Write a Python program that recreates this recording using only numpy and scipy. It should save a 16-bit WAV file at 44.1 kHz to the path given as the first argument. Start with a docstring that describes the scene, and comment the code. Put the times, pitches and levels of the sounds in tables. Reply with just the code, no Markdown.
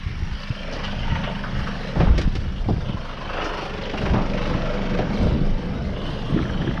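"""Gusts of wind thump and flutter at a microphone on a small fishing boat trolling at sea.
The outboard idles with a slow chug: tones, puffs of exhaust noise and valve clatter all follow its firings,
and the exhaust grows louder as the stern dips in the swell.
Filtered noise and short damped rings make water wash, spray, slap and gurgle along the hull.
Gear clacks on deck three times, as short bursts of bright noise."""
import sys
import numpy as np
from scipy import signal
from scipy.fft import rfft, irfft
from scipy.io import wavfile
from scipy.ndimage import uniform_filter1d

SR = 44100
rng = np.random.default_rng(int(sys.argv[2]) if len(sys.argv) > 2 else 0)


def pcm_store(signal):
    """Save signal as 16-bit PCM."""
    levels = np.round(np.clip(np.atleast_2d(signal), -1, 1) * 32767)
    wavfile.write(sys.argv[1], SR, levels.astype(np.int16).T)


N = 299870
TIME = np.arange(N) / SR

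# idle speed of the engine before its small random hunting: time_s, firings_per_s
IDLE_SPEED = [(0, 25.1), (1.2, 25.0), (2.2, 24.8), (2.8, 24.55), (3.4, 24.88), (4.2, 24.97), (6.0, 25.0),
              (6.8, 24.85)]


def gain_of(db):
    """Turns decibels into amplitude."""
    return 10 ** (np.asarray(db) / 20)


def evened(x):
    """Scales a sound to an rms of 1."""
    return x / np.sqrt(np.mean(x ** 2) + 1e-20)


def curve(rows):
    """Joins the (time, value) rows of a table by straight lines."""
    time_s, values = np.transpose(rows)
    return np.interp(TIME, time_s, values)


def coloured(x, colour):
    """Filters by a curve drawn over log frequency, nearly silent above its last point; rms 1."""
    hz, db = np.transpose(colour)
    bins = np.fft.rfftfreq(len(x), 1 / SR)
    curve_db = np.interp(np.log(bins + 1), np.log(hz), db, right=-120)
    return evened(irfft(rfft(x) * gain_of(curve_db), len(x)))


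def resonant(x, hz, width_hz):
    """Rings at one pitch: three equal resonances in a row give steep skirts; rms 1."""
    bins = np.fft.rfftfreq(len(x), 1 / SR)
    response = 1 / (1 + 1j * (bins - hz) / width_hz) ** 3
    return evened(irfft(rfft(x) * response, len(x)))


def wander(per_s):
    """Smooth random movement of rms 1, mostly slower than per_s times a second."""
    bins = np.fft.rfftfreq(N, 1 / SR)
    smooth = rfft(rng.standard_normal(N)) / (1 + (bins / per_s) ** 4)
    return evened(irfft(smooth, N))


def add(mix, start_s, sound):
    """Mixes a sound in at a given time."""
    part = mix[max(round(start_s * SR), 0):][:len(sound)]
    part += sound[:len(part)]


def burst(rise_s, decay_s):
    """A half-second envelope that rises quickly to 1 and dies away."""
    t = TIME[:SR // 2]
    shape = (1 - np.exp(-t / rise_s)) * np.exp(-t / decay_s)
    return shape / shape.max()


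def swell(start, length, attack_s, release_s):
    """An envelope that rises smoothly to 1, holds until its length is up, and dies away."""
    age = TIME - start
    rise = np.sin(np.pi / 2 * np.clip(age / attack_s, 0, 1)) ** 2
    return rise * np.exp(-np.maximum(age - length, 0) / release_s)


def swells(rows, attack_s, release_s):
    """Sums the envelopes of rows that give start_s, length_s, level_db."""
    return sum(gain_of(db) * swell(start, length, attack_s, release_s) for start, length, db in rows)


def bubbles(per_s, low_hz, high_hz, cycles, spread_db, count=36):
    """Many short damped rings of random pitch and size."""
    happens = rng.random(N) < per_s / SR
    size = gain_of(spread_db * np.minimum(rng.exponential(1, N), 4)) * happens
    kind, t, out = rng.integers(0, count, N), TIME[:2048], np.zeros(N)
    for k, hz in enumerate(np.geomspace(low_hz, high_hz, count)):
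        ring = np.sin(2 * np.pi * hz * t) * np.exp(-hz * t / cycles)
        out += signal.oaconvolve(size * (kind == k), evened(ring))[:N]
    return evened(out)


def rippled(x, patchy_db, size=1024):
    """Reflections off the moving water lift and sink narrow patches of the spectrum."""
    overlap = size * 3 // 4
    spectrum = signal.stft(x, nperseg=size, noverlap=overlap)[2]
    patches = uniform_filter1d(rng.standard_normal(spectrum.shape), size=3, axis=0)  # across pitch
    patches = evened(uniform_filter1d(patches, size=22, axis=1))  # across time
    return signal.istft(spectrum * gain_of(patchy_db * patches), nperseg=size, noverlap=overlap)[1][:N]


def firings(drift=.001):
    """Counts the engine firings so far, a fraction included; the idle hunts a little."""
    return np.cumsum(curve(IDLE_SPEED) * (1 + drift * wander(5))) / SR


def uneven(turns, spread_db):
    """Gives each firing its own random strength, with the steps between firings smoothed."""
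    firing = (turns + 2).astype(int)
    strength = rng.standard_normal(firing[-1] + 1)[firing]
    return gain_of(spread_db * uniform_filter1d(strength, size=100))


def chug(turns, delay, second, decay, between):
    """Each firing gives a puff, and a weaker one follows half a cycle later; times are in cycles."""
    first_turns, second_turns = turns - delay, turns - delay - .5
    first_age, second_age = first_turns % 1 / decay, second_turns % 1 / decay
    first_puff = first_age * np.exp(1 - first_age) * uneven(first_turns, spread_db=2)
    second_puff = second * second_age * np.exp(1 - second_age) * uneven(second_turns, spread_db=3.5)
    return evened(between + first_puff + second_puff)


def engine_noise(turns, alike, count=16):
    """Noise of which a share comes back alike on every firing, slowly renewed as the water shifts."""
    cycles = rng.standard_normal((count + 1, round(SR / IDLE_SPEED[0][1])))
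    which, blend = np.divmod(np.arange(N) * count, N)
    place = (turns % 1 * cycles.shape[1]).astype(int)
    angle = np.pi / 2 * blend / N  # crossfades from one stored cycle to the next
    repeated = np.cos(angle) * cycles[which, place] + np.sin(angle) * cycles[which + 1, place]
    alike = np.clip(alike, 0, 1)
    return np.sqrt(alike) * repeated + np.sqrt(1 - alike) * rng.standard_normal(N)


def outboard_and_high_rings(turns, drone_db=-1, splutter_db=-4, clatter_db=-6, high_ring_db=-15, waver=0.43):
    """Firing tones throb and drone; pulsed noise makes exhaust, clatter and splashy rings near 3 kHz."""
    # tones of the drone: multiple_of_firing_rate, relative_level_db
    drone_tones = [(2, -4.5), (3, -14.5), (4, -10.5), (5, -3), (6, -5.5), (7, -2), (8, -0.5), (9, -9.5),
                   (10, -10), (11, -13)]
    # drone through the hull, before drone_db: time_s, level_db
    hum_levels = [(0, -40.5), (0.5, -38.5), (1.2, -29.5), (1.8, -31.5), (2.45, -37), (3.5, -39),
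                  (3.9, -34.5), (4.2, -24), (4.6, -29.5), (5.3, -23.5), (5.9, -32), (6.8, -27)]
    # swells of the throb: start_s, length_s, level_db
    throb_swells = [(4.0, 0.99, -34), (5.33, 0.22, -20)]
    # exhaust, louder as the stern dips, before splutter_db: time_s, level_db
    exhaust_levels = [(0, -68), (.42, -47), (.66, -36), (1.45, -38), (2.16, -35), (2.3, -44.5),
                      (2.55, -41.5), (2.8, -35.5), (3.15, -39), (3.4, -30.5), (4.2, -28.5), (5.08, -26.5),
                      (5.55, -34.5), (6.5, -31.5), (6.8, -32.5)]
    # tone of the exhaust: pitch_hz, relative_level_db
    splutter_colour = [(120, -12.5), (250, -1.5), (370, -4), (440, 0), (590, 1.5), (740, -5.5),
                       (1000, -10.5), (1600, -14.5), (3000, -41.5), (7000, -43.5)]
    # valve clatter, before clatter_db or high_ring_db: time_s, level_db
    valve_levels = [(0.0, -37.5), (1.04, -35), (2.1, -37), (2.6, -47.5), (3.48, -40), (5.0, -37),
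                    (5.7, -41), (6.2, -44.5), (6.79, -41.5)]
    # tone of the valve clatter: pitch_hz, relative_level_db
    clatter_colour = [(500, -36), (1100, 2), (1850, 4), (2300, 4.5), (2750, -1), (3450, -14), (4700, -9),
                      (5600, -11), (7100, -39.5), (10000, -40), (15000, -66.5)]
    # short splashy rings near 3 kHz: start_s, length_s, level_db
    high_ring_flares = [(.83, 0.041, -41), (1.23, 0.11, -43), (2.55, 0.03, -45), (2.845, 0.09, -44),
                        (3.8, 0.14, -44.5), (5.95, 0.85, -47.5)]

    hum_db, valves_db = curve(hum_levels), curve(valve_levels)
    # the throb gains 0.31 dB for each dB of drone
    throb_gain = gain_of(-22 + 0.31 * hum_db) + swells(throb_swells, attack_s=0.11, release_s=0.018)
    throb = throb_gain * evened(np.cos(2 * np.pi * (turns - .8)))
    tones = np.zeros(N)
    for multiple, db in drone_tones:
        strength = gain_of(db) * (1 + waver * wander(12.5))
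        phase = 2 * np.pi * (multiple * turns + rng.random()) + 2 * waver * wander(8.7)
        tones += strength * np.cos(phase)
    drone = gain_of(hum_db + drone_db) * evened(tones)

    puffs = engine_noise(turns, alike=0.61) * chug(turns, delay=0.258, second=0.27, decay=0.042, between=1.0)
    exhaust = gain_of(curve(exhaust_levels) + splutter_db) * coloured(puffs, splutter_colour)
    ticks = engine_noise(turns, alike=0.38) * chug(turns, delay=0.83, second=0.088, decay=0.033, between=0.97)
    clatter = gain_of(valves_db + clatter_db) * coloured(ticks, clatter_colour)
    # a faint ring follows the clatter level between the flares
    ring_gain = gain_of(valves_db + high_ring_db) + swells(high_ring_flares, attack_s=0.015, release_s=0.021)
    high_ring = ring_gain * gain_of(2 * wander(20)) * resonant(ticks, hz=3030, width_hz=520)
    return throb + drone + rippled(exhaust + clatter + high_ring, patchy_db=3.5)


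def hollows(turns):
    """Each puff of exhaust rings the air trapped under the stern for as long as a hollow lasts."""
    # hollows of air under the stern: start_s, end_s, level_db, pitch_hz, width_hz
    air_hollows = [(0.98, 1.45, -39, 917, 42), (2.66, 4, -45, 1040, 140), (3.55, 4.26, -39.5, 400, 29),
                   (4.12, 5.213, -36.5, 494, 19.5), (3.998, 5.16, -40, 597, 41)]
    out = np.zeros(N)
    for start, end, db, hz, width_hz in air_hollows:
        puffs = rng.standard_normal(N) * chug(turns, delay=0.88, second=0.1, decay=0.084, between=0.1)
        ring = resonant(puffs, hz, width_hz)[round(start * SR):round(end * SR)]
        add(out, start, gain_of(db) * evened(ring) * signal.windows.tukey(len(ring), .5))
    return out


def sea_levels(calm_wash_db=-48.5, calm_spray_db=-54, spray_lag_s=0.02):
    """Each wave builds and drains away over the calm sea; its spray comes a little later."""
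    # waves running along the hull: start_s, rise_s, decay_s, wash_level_db, spray_level_db
    waves = [(.2, 0.12, 1, -49, -51.5), (.55, 0.31, 0.11, -35.5, -53), (.8, 0.35, 0.36, -36, -51),
             (1.48, 0.094, 1, -39.5, -49), (2.8, 0.4, 0.43, -39, -77), (3.2, 0.22, 0.22, -31.5, -49),
             (3.4, 0.23, 0.094, -34.5, -47), (3.8, 0.22, 0.17, -32.5, -47), (4.27, 0.18, 0.15, -32, -46),
             (5.0, .2, 0.11, -41, -44.5), (5.9, 0.2, 0.53, -44.5, -50.5)]
    wash_power, spray_power = gain_of(calm_wash_db) ** 2, gain_of(calm_spray_db) ** 2
    for start, rise_s, decay_s, wash_db, spray_db in waves:
        wash_wave = gain_of(wash_db) * swell(start, rise_s, rise_s, decay_s)
        spray_wave = gain_of(spray_db) * swell(start + spray_lag_s, rise_s, rise_s, decay_s)
        wash_power = wash_power + wash_wave ** 2
        spray_power = spray_power + spray_wave ** 2
    return np.sqrt(wash_power), np.sqrt(spray_power)


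def sea(turns, fizzy=0.94):
    """Foam and bubbles swell with each wave; the exhaust churns them in time with the engine."""
    # wash running on between firings, small where the water chuffs clearly: time_s, amount (before evening)
    lull = [(0, .6), (3.2, .55), (3.42, .9), (3.6, .7), (3.72, .1), (4.0, .12), (5.0, .22), (5.6, .7)]
    # tone of the foam and gurgle: pitch_hz, relative_level_db
    wash_colour = [(200, -57.5), (500, -9.5), (900, -3), (1250, -4), (1650, -6), (2200, -11.5),
                   (3000, -8.5), (4000, -24.5), (6000, -29.5), (7500, -64)]
    # tone of the mist and fizz: pitch_hz, relative_level_db
    spray_colour = [(1200, -34), (2500, -32), (3500, 2), (4700, -1.5), (5600, -4), (6300, -12),
                    (7200, -21.5), (10000, -25), (13000, -32.5), (15000, -62)]

    wash, spray = sea_levels()
    churn = chug(turns, delay=.87, second=.22, decay=.17, between=curve(lull))
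    foam = coloured(engine_noise(turns, alike=0.34) * churn, wash_colour)
    low_bubbles = bubbles(per_s=1500, low_hz=500, high_hz=3400, cycles=8, spread_db=2.2)
    gurgle = .7 * coloured(churn * low_bubbles, wash_colour)
    mist = coloured((churn + .8) * rng.standard_normal(N), spray_colour)
    high_bubbles = bubbles(per_s=1500, low_hz=2500, high_hz=13000, cycles=9, spread_db=2.7)
    fizz = coloured(high_bubbles, spray_colour)
    droplets = evened(mist + fizzy * fizz) * gain_of(1.2 * wander(20))
    return rippled(wash * evened(foam + gurgle) + spray * droplets, patchy_db=3.0)


def spatter(turns):
    """While the stern sits deep, each firing flings a spray of drops that crackle as they land."""
    # tone of the drops: pitch_hz, relative_level_db
    spatter_colour = [(600, -10), (2600, 0), (5600, -10), (7200, -25), (14000, -28)]
    flung = chug(turns, delay=.89, second=.2, decay=.17, between=.2)
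    crackle = bubbles(per_s=7000, low_hz=900, high_hz=7000, cycles=1.5, spread_db=2.2)
    drops = coloured(crackle, spatter_colour)
    deep = swell(start=3.62, length=1.36, attack_s=.15, release_s=.08)
    return gain_of(-40) * deep * flung * drops


def slaps_and_thump(ragged_db=0.5):
    """Ragged bursts around one resonance: water slaps, and at 2.687 s a hard thump at the microphone."""
    # bursts, with the peak of a smooth envelope of equal energy:
    # start_s, peak_db, rise_s, decay_s, centre_hz, width_hz
    ragged_bursts = [(0.724, -39.5, 0.002, 0.035, 4970, 1500), (0.836, -35, 0.006, 0.025, 3900, 2400),
                     (0.928, -33.5, 0.0019, 0.02, 746, 137), (1.153, -28.5, 0.004, 0.0086, 1980, 1000),
                     (1.235, -29, 0.0032, 0.015, 2020, 1100), (1.272, -28.5, 0.0055, 0.025, 634, 158),
                     (1.437, -29, 0.00091, 0.032, 1400, 400), (1.666, -31.5, 0.0014, 0.031, 1410, 450),
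                     (1.952, -23.5, 0.0091, 0.037, 700, 1700), (1.997, -18.5, 0.0069, 0.03, 1300, 2940),
                     (2.002, -24, 0.0066, 0.024, 640, 293), (2.057, -25, 0.0072, 0.053, 850, 1400),
                     (2.184, -24.5, 0.002, 0.018, 470, 300), (2.687, -15.5, 0.00055, 0.021, 480, 600),
                     (3.442, -39.5, 0.0073, 0.014, 5330, 1800), (3.833, -40, 0.004, 0.011, 4000, 600),
                     (3.934, -24.5, 0.0027, 0.018, 895, 1200), (4.059, -24, 0.0033, 0.02, 1510, 1490),
                     (4.137, -22, 0.0078, 0.048, 1020, 900), (4.138, -18, 0.0052, 0.011, 360, 251),
                     (4.986, -24, 0.002, 0.013, 2700, 2700), (4.989, -18.5, 0.0031, 0.018, 600, 298),
                     (5.963, -32, 0.003, 0.012, 1600, 1500), (6.085, -34, 0.0048, 0.016, 1100, 1100),
                     (6.359, -17.5, 0.0061, 0.015, 303, 130), (6.67, -21.5, 0.0036, 0.023, 292, 179)]
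    out, size = np.zeros(N), SR // 2
    ragged = gain_of(ragged_db * wander(130))
    burst_colour = [(100, 14.0), (5800, -15.0), (7200, -24), (13000, -37)]  # pitch_hz, relative_level_db
    for start, db, rise_s, decay_s, hz, width_hz in ragged_bursts:
        shape = burst(rise_s, decay_s)
        noise = coloured(rng.standard_normal(size), burst_colour)
        hit = shape * resonant(noise, hz, width_hz)
        hit = hit * np.roll(ragged, -round(start * SR))[:size]
        add(out, start, gain_of(db) * hit * np.linalg.norm(shape) / np.linalg.norm(hit))
    return out


def gulps(ring_s=0.0018, glide=1.3, high=0.35, low=0.4, rough=.1, splashy=.33):
    """Each gulp starts faint and high, slides shakily down, and ends in a low plop inside a small splash."""
    # air pockets gulping along the hull: loudest_at_s, level_db (of the plop's envelope),
    # pitch_hz (when loudest, before the shake), swell_s
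    air_gulps = [(6.378, -30, 1560, 0.003), (6.391, -28.5, 1620, 0.003), (6.431, -31, 1850, 0.004),
                 (6.456, -30.5, 1650, 0.002), (6.502, -29, 1540, 0.006), (6.546, -29, 1410, 0.002),
                 (6.623, -26.5, 1490, 0.002), (6.679, -27, 1510, 0.003), (6.713, -29.5, 1530, 0.003),
                 (6.779, -28.5, 1490, 0.005)]
    out, t = np.zeros(N), TIME[:4096] - TIME[2048]  # time 0 is the loudest moment
    shake = wander(500)
    for peak_s, db, hz, swell_s in air_gulps:
        slide = np.maximum(1 + high * (1 - np.exp(t / (glide * swell_s))), low)
        pitch = hz * slide * (1 + rough * np.roll(shake, -round(peak_s * SR))[:len(t)])
        shape = np.exp(np.minimum(t / swell_s, -t / ring_s))
        plop = shape * evened(np.sin(2 * np.pi * np.cumsum(pitch) / SR))
        splash = np.sqrt(shape) * resonant(rng.standard_normal(len(t)), hz, hz / 2)
        add(out, peak_s + t[0], gain_of(db) * (plop + splashy * splash))
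    return out


def gear(rise_s=0.00051, decay_s=0.014):
    """Gear knocks on deck: dry, bright bursts of noise with no clear ring."""
    # knocks: start_s, level_db (peak of the envelope)
    clacks = [(2.179, -20.5), (2.214, -25), (2.352, -27)]
    # tone of the knocks: pitch_hz, relative_level_db
    clack_colour = [(300, 14.5), (1000, -4), (2000, 3), (3200, -1), (5500, -4), (7200, -21), (10000, -29),
                    (14000, -49)]
    out = np.zeros(N)
    for start, db in clacks:
        knock = coloured(rng.standard_normal(SR // 2), clack_colour) * burst(rise_s, decay_s)
        add(out, start, gain_of(db) * knock)
    return out


def eddies(colour, lumpy_db, span_s=0.054):
    """Lumpy turbulence whose strength holds steady from one span to the next."""
    air = coloured(rng.standard_normal(N) * gain_of(lumpy_db * wander(60)), colour)
    nearby_power = uniform_filter1d(air ** 2, max(round(span_s * SR), 2))
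    return air / np.sqrt(nearby_power + 0.059)


def wind_levels(breeze_rumble_db=-37, breeze_flutter_db=-50.5, breeze_wander_db=5):
    """Gusts of rumble and flutter rise, hold and let go over a restless breeze."""
    # gusts at the microphone: start_s, length_s, rumble_level_db, flutter_level_db
    gusts = [(0.044, 0.28, -32, -44), (0.73, 0.28, -34, -44), (1.05, 0.097, -23.5, -35.5),
             (1.518, 0.12, -27, -39), (1.964, 0.18, -18, -29), (2.155, 0.071, -23.5, -30.5),
             (2.643, 0.14, -21, -38), (2.853, 0.095, -26.5, -35), (3.972, 0.24, -31, -29.5),
             (4.445, 0.13, -33, -27), (4.897, 0.25, -53, -29), (5.178, 0.2, -22, -25),
             (5.488, 0.38, -32, -34), (6.012, 0.11, -34, -33.5), (6.276, 0.14, -33, -26),
             (6.435, 0.13, -28.5, -33), (6.589, 0.1, -30, -25.5)]
    breeze = gain_of([[breeze_rumble_db], [breeze_flutter_db]]) * gain_of(breeze_wander_db * wander(2.1))
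    power = breeze ** 2
    for start, length, rumble_db, flutter_db in gusts:
        shape = swell(start, length, attack_s=0.03, release_s=0.05)
        power = power + (gain_of([[rumble_db], [flutter_db]]) * shape) ** 2
    return np.sqrt(power)


def wind(ragged=0.21, cycles=1.0):
    """Large eddies rumble, small ones flutter, and single eddies swing the pressure for a cycle or two."""
    # tone of the large eddies: pitch_hz, relative_level_db
    rumble_colour = [(10, -18), (25, 6), (45, -4.5), (62, 4.5), (85, -3), (130, -5.5), (200, -12),
                     (400, -56), (1000, -74)]
    # tone of the small eddies: pitch_hz, relative_level_db
    flutter_colour = [(50, -30), (110, -4), (160, 4.5), (240, -1), (330, -3.5), (450, -9.5), (700, -21),
                      (1500, -25.5), (4000, -32.5)]
    # single eddies that thump the microphone: start_s, level_db (peak of the envelope), pitch_hz
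    buffets = [(0.062, -17, 89), (0.103, -21, 115), (0.155, -28.5, 70.4), (0.223, -14.5, 83),
               (0.321, -17, 58), (0.503, -16, 116), (1.125, -15, 147), (1.569, -21.5, 76),
               (1.967, -15, 135), (2.007, -12, 148), (2.033, -11, 168), (2.066, -9.5, 68.5),
               (2.099, -5, 61.4), (2.134, -22, 58.5), (2.174, -15.5, 56), (2.248, -12, 29.8),
               (2.275, -14.5, 173), (2.589, -15, 34.3), (2.686, -18, 225), (2.709, -12, 157),
               (2.735, -14, 114), (2.775, -18, 63), (2.895, -16.5, 148), (4.035, -15, 128),
               (4.102, -14, 62), (4.12, -9.5, 144), (4.548, -14.5, 135), (5.217, -15, 92),
               (5.249, -16, 155), (5.347, -15, 257), (5.413, -11, 154), (6.324, -15, 152),
               (6.344, -14, 181), (6.413, -15.5, 62), (6.497, -17, 62.4), (6.688, -18, 141)]
    rumble, flutter = wind_levels()
    out = rumble * eddies(rumble_colour, lumpy_db=3.5) + flutter * eddies(flutter_colour, lumpy_db=2.5)
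    for start, db, hz in buffets:
        shape = burst(0.22 / hz, cycles / hz)
        swirl_colour = [(hz / 2, 0), (2 * hz, -3), (4 * hz, -20), (12 * hz, -60)]
        swirl = coloured(rng.standard_normal(len(shape)), swirl_colour)
        swing = -np.sin(2 * np.pi * hz * TIME[:len(shape)])
        add(out, start, gain_of(db) * shape * (ragged * swirl + swing))
    return out


def scene():
    """Engine, water, gear, wind and short high rings add up at one microphone."""
    turns = firings()
    engine = outboard_and_high_rings(turns) + hollows(turns)
    water = sea(turns) + spatter(turns) + gulps()
    return (engine + water + slaps_and_thump() + gear() + wind())[None]


def record(dry, ceiling=0.68, edge_hz=14900):
    """Softly rounds the strongest peaks, then removes what lies above the band edge."""
    rounded = ceiling * np.tanh(dry / ceiling)
    low_pass = signal.firwin(511, edge_hz, window=("kaiser", 9), fs=SR)
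    return signal.oaconvolve(rounded, low_pass[None], "same")


dry = scene()
out = record(dry)
pcm_store(out)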